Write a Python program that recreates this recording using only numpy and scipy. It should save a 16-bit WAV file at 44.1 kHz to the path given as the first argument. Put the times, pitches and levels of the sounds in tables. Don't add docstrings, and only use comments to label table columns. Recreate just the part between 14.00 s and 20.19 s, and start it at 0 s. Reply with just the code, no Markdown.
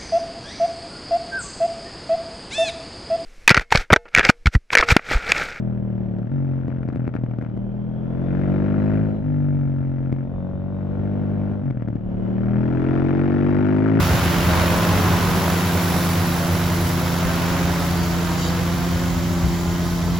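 import sys
import numpy as np
from scipy import signal
from scipy.fft import rfft, irfft, next_fast_len
from scipy.io import wavfile
from scipy.ndimage import uniform_filter1d, map_coordinates

SR = 44100
rng = np.random.default_rng(int(sys.argv[2]) if len(sys.argv) > 2 else 0)


def persist_wave(psi):
    counts = np.round(np.clip(psi, -1, 1) * 32767).astype(np.int16)
    wavfile.write(sys.argv[1], SR, np.atleast_2d(counts).T)


N = 272979
T = np.arange(N) / SR

# (level [dB]), one entry per rotor
ROTOR_DB = [-4, -9, -7, -11.5]
# (frequency [Hz], level [dB per Hz])
RUSH = [(40, -19), (110, 7.5), (210, 0.5), (270, -10), (330, 1.5), (430, -1), (620, 2), (1000, -0.5),
        (1450, -0.5), (1750, -4.5), (2400, -7.5), (4000, -13), (7000, -21), (10000, -73)]
RUSH_BANDS_HZ = [125, 250, 500, 1000, 2000, 4000, 8000]
# (time [s], length [s], louder by [dB])
WASH_GUSTS = [(0.58, 0.078, 4), (0.96, 0.058, 1), (1.14, 0.022, 3), (1.95, 0.034, 3), (3.82, 0.025, 4),
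              (4.85, 0.025, 3.5), (5.035, 0.024, 2)]
# (frequency [Hz], level against the rush [dB])
EDGE_HISS = [(700, -40), (1600, -18), (2600, -14.5), (3800, -15), (7000, -34)]
EDGE_BEAM = 5.4


def drone(turns, rush_db, chop=0.3, sharp=6.8, lopsided=0.28):
    weights = np.sqrt(undb(ROTOR_DB))
    blades = np.average([swish(2 * turn, sharp) for turn in turns], axis=0, weights=weights)
    power = (1 - chop + chop * blades) * swish(turns[0], lopsided)
    rush = eddies(air(RUSH), RUSH_BANDS_HZ, depth_db=1.75, rate=30)
    rush = rush * np.sqrt(power) * undb(rush_db)
    gust_colour = [(200, -28), (450, -2.5), (1500, -5.5), (3000, -15)]
    gusts = colour(rush, gust_colour) * (undb(louder_db(WASH_GUSTS)) - 1)
    edge = colour(rush, EDGE_HISS) * (1 - glancing()) ** EDGE_BEAM
    direct = rush + gusts + edge + rotor_tones(turns, rush_db) + imbalance_throb(turns[0])
    return direct + field_echo(direct)


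# (time [s], rotor 1 [Hz], rotor 2 [Hz], rotor 3 [Hz], rotor 4 [Hz])
ROTOR_HZ = [(0, 95.1, 106.5, 77.8, 95.3), (0.349, 94.76, 103.8, 81.4, 93.7), (0.7, 94.2, 107.5, 85.2, 94.4),
            (1.0, 94.9, 108, 84, 95.83), (1.3, 95.87, 103.9, 83.18, 93.97), (1.75, 95.4, 97.5, 81.35, 93.4),
            (2.7, 94.95, 96.65, 80, 92), (3.5, 93.8, 94.6, 79.57, 92.1), (4.2, 94, 93.5, 81.74, 92.3),
            (6.19, 93.97, 95.5, 81.44, 93)]


def shafts(wobble=0.003056):
    return [rng.random() + np.cumsum(hz / 2 * (1 + wobble * walk(7))) / SR for hz in curves(ROTOR_HZ)]


# (multiple of the shaft rate, level for the loudest rotor [dB], level for the other three [dB])
ROTOR_TONES = [(3.95, -4, -4), (5, -15, -15.5), (6, -10, -12), (7, -12.5, -14.5), (8, -12, -13.5),
               (9, -11.5, -15), (10, -11, -18.5), (11, -13, -19), (12, -11, -15.5), (13, -12, -30),
               (14, -21, -18), (15, -16, -26), (17, -17, -20), (20.2, -12.5, -10), (22, -15.5, -26),
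               (22.6, -9, -28), (23.9, -27, -14.5)]
# (time [s], rotor 1 [dB], rotor 2 [dB], rotor 3 [dB], rotor 4 [dB])
HUM = [(0, -24, -29, -25, -23), (0.3, -34, -31, -32, -39), (0.65, -35, -31, -21.5, -29),
       (0.9, -20.5, -30, -35, -34), (1.2, -22.5, -28.5, -39, -37), (1.45, -32.5, -42, -41, -47),
       (2.2, -26.5, -44, -36, -31), (3.1, -28, -39, -34, -38), (3.8, -41, -39, -36, -42),
       (4.4, -35, -45, -40, -46), (6.19, -35, -49, -42, -48)]
# (time [s], overtones louder by [dB])
SLAP = [(0, -2), (0.45, 0), (0.75, 2.5), (1.15, 3), (1.6, 0), (2.0, -1), (3.0, -1), (6.19, -4)]
HOVER_HZ, LOAD_DB_PER_HZ = 98.1, 0.3


def rotor_tones(turns, rush_db, flutter=0.67, flutter_hz=4.03):
    multiple, loudest, others = np.transpose(ROTOR_TONES)
    overtone_db = rush_db + curves(SLAP)[0]
    strengths = (loudest, others, others, others)
    out = np.zeros(N)
    rotors = zip(turns, curves(ROTOR_HZ), curves(HUM), ROTOR_DB, strengths)
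    for turn, hz, hum_db, share_db, tones_db in rotors:
        out += undb(hum_db) * shaft_tone(turn, 2)
        size = undb(overtone_db + share_db + LOAD_DB_PER_HZ * (hz - HOVER_HZ))
        for k in np.arange(4, 25):
            strength = size * undb(np.interp(k, multiple, tones_db))
            out += strength * (1 + flutter * walk(flutter_hz)) * shaft_tone(turn, k)
    return out


def shaft_tone(turn, k):
    return np.cos(2 * np.pi * (k * turn + rng.random()))


# (multiple of the shaft rate, peak level overhead [dB], peak level at a glancing angle [dB])
IMBALANCE = [(1, -40, -35), (3, -25.5, -41)]


def imbalance_throb(turn, flutter=0.25):
    out = np.zeros(N)
    for k, overhead_db, glancing_db in IMBALANCE:
        level_db = overhead_db + (glancing_db - overhead_db) * glancing()
        out += undb(level_db) * (1 + flutter * walk(2.73)) * shaft_tone(turn, k)
    return out


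# (frequency [Hz], level [dB])
MIRROR_BASS = [(150, -9.5), (260, -17.5), (400, -21), (800, -50)]
# (frequency [Hz], level [dB])
MIRROR_GLANCING = [(130, -33), (280, 6), (420, -1.5), (600, -0.5), (900, -10), (1500, -5), (6000, -7)]


def field_echo(direct, overhead_share=0.11):
    copy = late(direct, ground_ms())
    share = overhead_share + (1 - overhead_share) * glancing()
    return colour(copy, MIRROR_BASS) + share * colour(copy, MIRROR_GLANCING)


HEIGHT_M, MIC_HEIGHT_M, SPEED_M_S, SPEEDUP_M_S2, OVERHEAD_S = 5.96, 1.93, 1.617, 0.21, 0.13
SOUND_M_S = 343


def along(behind_m=0):
    since = T - OVERHEAD_S
    return SPEED_M_S * since + SPEEDUP_M_S2 * since ** 2 / 2 - behind_m


def path(height_m, behind_m=0):
    return np.hypot(along(behind_m), height_m)


def remoteness(behind_m=0):
    above = HEIGHT_M - MIC_HEIGHT_M
    return np.log10(path(above, behind_m) / above)


def ground_ms():
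    detour_m = path(HEIGHT_M + MIC_HEIGHT_M) - path(HEIGHT_M - MIC_HEIGHT_M)
    return 1000 * detour_m / SOUND_M_S


def glancing():
    return (along() / path(HEIGHT_M)) ** 2


# (frequency [Hz], level [dB per Hz])
SPRAY = [(800, -39), (2500, -9), (3700, 7), (4700, 4), (5600, 6), (7000, -2.5), (8000, -0.5), (9500, -94),
         (12000, -43)]
# (frequency [Hz], level [dB per Hz])
MIST = [(5000, -36), (7200, -5.5), (8300, 0.5), (9700, -1.5), (11000, 2.5), (12700, 0.5), (14200, 4),
        (15700, 1)]
MIST_BANDS_HZ = [9000, 12000, 15000]
# (time [s], louder by [dB], length [s])
SPURTS = [(0.08, 1.5, 0.11), (1.943, 2, 0.22), (2.878, 2, 0.049), (3.848, 1.5, 0.064), (4.04, 0.5, 0.047),
          (5.91, 2, 0.083)]
# (time [s], length [s], rush louder by [dB])
THRUSTS = [(0.95, 0.72, 0.5), (3.52, 0.35, 3), (4.45, 0.5, 2)]
TRAIL_M = 1.8
COARSE_DB, COARSE_FALL_DB = -39.5, 8
FINE_DB, FINE_FALL_DB = -32.5, 18.5


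def spray(turns, thrust_share=0.27, flicker_db=1.0, mist_flicker_db=2.65, in_step_hz=11050, turn_hz=4400):
    far = remoteness(TRAIL_M)
    spurt_db = sum(db * swell(s, length) for s, db, length in SPURTS)
    coarse_db = COARSE_DB - COARSE_FALL_DB * far + spurt_db + thrust_share * louder_db(THRUSTS)
    fine_db = FINE_DB - FINE_FALL_DB * far + spurt_db
    power = swish(turns[0], sharp=0.093) * swish(turns[1], sharp=0.14) * swish(2 * turns[0], sharp=0.17)
    coarse = air(SPRAY) * undb(coarse_db + flicker_db * flicker(32))
    size = next_fast_len(N)
    phase = np.pi * (np.arange(size // 2 + 1) * SR / size - in_step_hz) / turn_hz
    ear_phases = np.exp(1j * np.array([phase, -phase]))
    pair = irfft(rfft(rng.standard_normal(size)) * ear_phases, size)[:, :N]
    mist = eddies(colour(pair, MIST), MIST_BANDS_HZ, mist_flicker_db, rate=36)
    fine = unit(mist) * undb(fine_db)
    return (coarse + fine) * np.sqrt(power)


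# (frequency [Hz], width [Hz], level at rest [dB], level in the flare [dB])
SIZZLE_MODES = [(2080, 140, 3, -9), (3110, 170, 2.5, -2), (3850, 260, -7, 2), (4585, 150, -1, 0),
                (5440, 450, -13, -16), (6660, 300, -7.5, -8), (7250, 900, -18, -12)]
SIZZLE_S, SIZZLE_RISE_S, SIZZLE_FALL_S = 4.465, 0.095, 0.035
SIZZLE_REST_DB, SIZZLE_FLARE_DB = -43, -36.5


def sizzle(waver_db=2.0):
    noise = air([(1000, 0), (8000, 0)])
    noise = colour(noise, [(800, -26), (1800, -4.5), (7300, 2.5), (9500, -33)])
    rest, flare = 0, 0
    for hz, width, rest_db, flare_db in SIZZLE_MODES:
        ring = signal.lfilter(*signal.iirpeak(hz, hz / width, fs=SR), noise)
        rest = rest + undb(rest_db + waver_db * walk(8)) * ring
        flare = flare + undb(flare_db) * ring
    flare_level = undb(SIZZLE_FLARE_DB) * swell(SIZZLE_S, SIZZLE_RISE_S, SIZZLE_FALL_S)
    return undb(SIZZLE_REST_DB) * unit(rest) + flare_level * unit(flare)


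ENGINE_HZ = 85.92
# (multiple of the firing rate, level [dB rms])
ENGINE_TONES = [(1, -30), (2, -24), (3, -34.5), (4, -36), (5, -53.5), (6, -55.5), (7, -53), (8, -48.5),
                (12, -48)]
# (frequency [Hz], level [dB per Hz])
RASP = [(60, 3), (150, -2.5), (330, 15.5), (420, 5), (540, 4), (700, 8), (1050, 2.5), (1600, -2),
        (2100, -3.5), (2700, -31), (3100, -10.5), (4000, -18), (8000, -14.5), (12000, -94)]


def engine(waver_db=0.87, rasp_db=-37, bounce=0.62, bounce_ms=0.96):
    cycles = np.cumsum(ENGINE_HZ * (1 + 0.00089 * walk(5.5))) / SR
    tones = np.zeros(N)
    for k, db in ENGINE_TONES:
        waver = waver_db * walk(2.57) * (0.35 if k <= 2 else 1.5)
        tones += np.sqrt(2) * undb(db + waver) * np.cos(2 * np.pi * (k * cycles + rng.random()))
    rasp = air(RASP) * np.sqrt(swish(cycles, sharp=0.47))
    return tones + undb(rasp_db) * unit(rasp + bounce * late(rasp, bounce_ms))


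# (frequency [Hz], level [dB per Hz])
WIND = [(15, -36), (28, -17), (48, 7), (70, 9.5), (110, 7), (180, 4), (300, -10.5), (700, -23), (3000, -80)]
# (time [s], level [dB])
BREEZE = [(0, -29.5), (1.2, -33.5), (1.7, -44), (2.4, -39), (3.2, -34), (4.2, -34), (5.0, -31.5),
          (6.19, -32)]
# (time [s], level [dB], length [s])
BUFFETS = [(0.154, -27, 0.025), (0.945, -32, 0.025), (1.348, -33, 0.051), (3.258, -32, 0.025),
           (5.453, -29, 0.019), (6.099, -43, 0.043)]
# (time [s], peak level [dB], length [s], frequency [Hz])
THUMPS = [(0.153, -17, 0.0079, 85), (5.473, -16, 0.0087, 138), (5.478, -14.5, 0.015, 67.5),
          (5.686, -21, 0.02, 69.5)]


def wind(gain_db=3.0, gust_db=0.5):
    strength = undb(curves(BREEZE)[0] + gain_db + gust_db * walk(3.1))
    buffets = sum(undb(db) * swell(s, length) for s, db, length in BUFFETS)
    out = air(WIND) * (strength + buffets)
    for s, db, length, hz in THUMPS:
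        out = out + undb(db) * swell(s, length) * np.sin(2 * np.pi * (hz * T + rng.random()))
    return out


# (frequency [Hz], side minus mid level [dB])
WIDTH = [(30, -5), (70, -9), (180, -3), (280, -5), (400, -10.5), (700, -7.5), (1300, -7), (1800, -5),
         (2400, -5.5), (4400, -8), (6000, -2), (8000, -3.5)]


def air(points):
    mid, side = rng.standard_normal((2, N))
    side = colour(side, WIDTH)
    pair = colour(np.array([mid + side, mid - side]), points)
    return pair / np.std(pair.mean(axis=0))


def eddies(x, centres, depth_db, rate):
    size = next_fast_len(N)
    log_hz = np.log(np.maximum(np.arange(size // 2 + 1) * SR / size, 1))
    spectrum = rfft(x, size)
    out = 0
    for band in np.eye(len(centres)):
        part = irfft(spectrum * np.interp(log_hz, np.log(centres), band), size)[:, :N]
        out = out + part * undb(depth_db * flicker(rate))
    return out


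def swish(turns, sharp):
    burst = np.exp(sharp * np.cos(2 * np.pi * turns))
    return burst / burst.mean()


def swell(s, length, fall=None):
    width = length if fall is None else np.where(T < s, length, fall)
    return np.exp(-((T - s) / width) ** 2)


def louder_db(table):
    return sum(db * swell(s, length) for s, length, db in table)


def walk(rate):
    knots = rng.standard_normal(512)
    smooth = map_coordinates(knots, [np.arange(2048) / 4], mode="wrap")
    return np.interp(T, np.arange(2048) / (4 * rate), smooth)


def flicker(rate, drift_s=0.047):
    w = walk(rate)
    return w - uniform_filter1d(w, max(int(drift_s * SR), 2))


def late(x, ms):
    return np.array([np.interp(T - ms / 1000, T, channel) for channel in x])


def colour(x, points):
    hz, db = np.transpose(points)
    size = next_fast_len(N)
    f = np.maximum(np.arange(size // 2 + 1) * SR / size, 1)
    gain = undb(np.interp(np.log(f), np.log(hz), db))
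    return irfft(rfft(x, size) * gain, size)[..., :N]


def curves(table):
    s, *columns = np.transpose(table)
    return [np.interp(T, s, c) for c in columns]


def undb(db):
    return 10 ** (np.asarray(db) / 20)


def unit(x):
    return x / np.sqrt(np.mean(x ** 2))


RUSH_DB, RUSH_FALL_DB = -25, 19


def scene():
    turns = shafts()
    rush_db = RUSH_DB - RUSH_FALL_DB * remoteness() + louder_db(THRUSTS)
    return drone(turns, rush_db) + spray(turns) + sizzle() + engine() + wind()


# (frequency [Hz], left minus right level [dB])
LEAN = [(60, 0.5), (170, -1), (700, -0.3), (1550, -2), (2200, 2), (3200, -1), (4700, -1), (5900, -3.5),
        (6900, -3.5), (7900, 1), (8400, -0.5)]
TOP_HZ = 15850


def record(dry):
    leaned = []
    for channel, sign in zip(dry, (1, -1)):
        leaned.append(colour(channel, [(hz, sign * db / 2) for hz, db in LEAN]))
    low_pass = signal.ellip(14, 0.2, 80, TOP_HZ, fs=SR, output="sos")
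    return signal.sosfilt(low_pass, np.array(leaned))


dry = scene()
out = record(dry)
persist_wave(out)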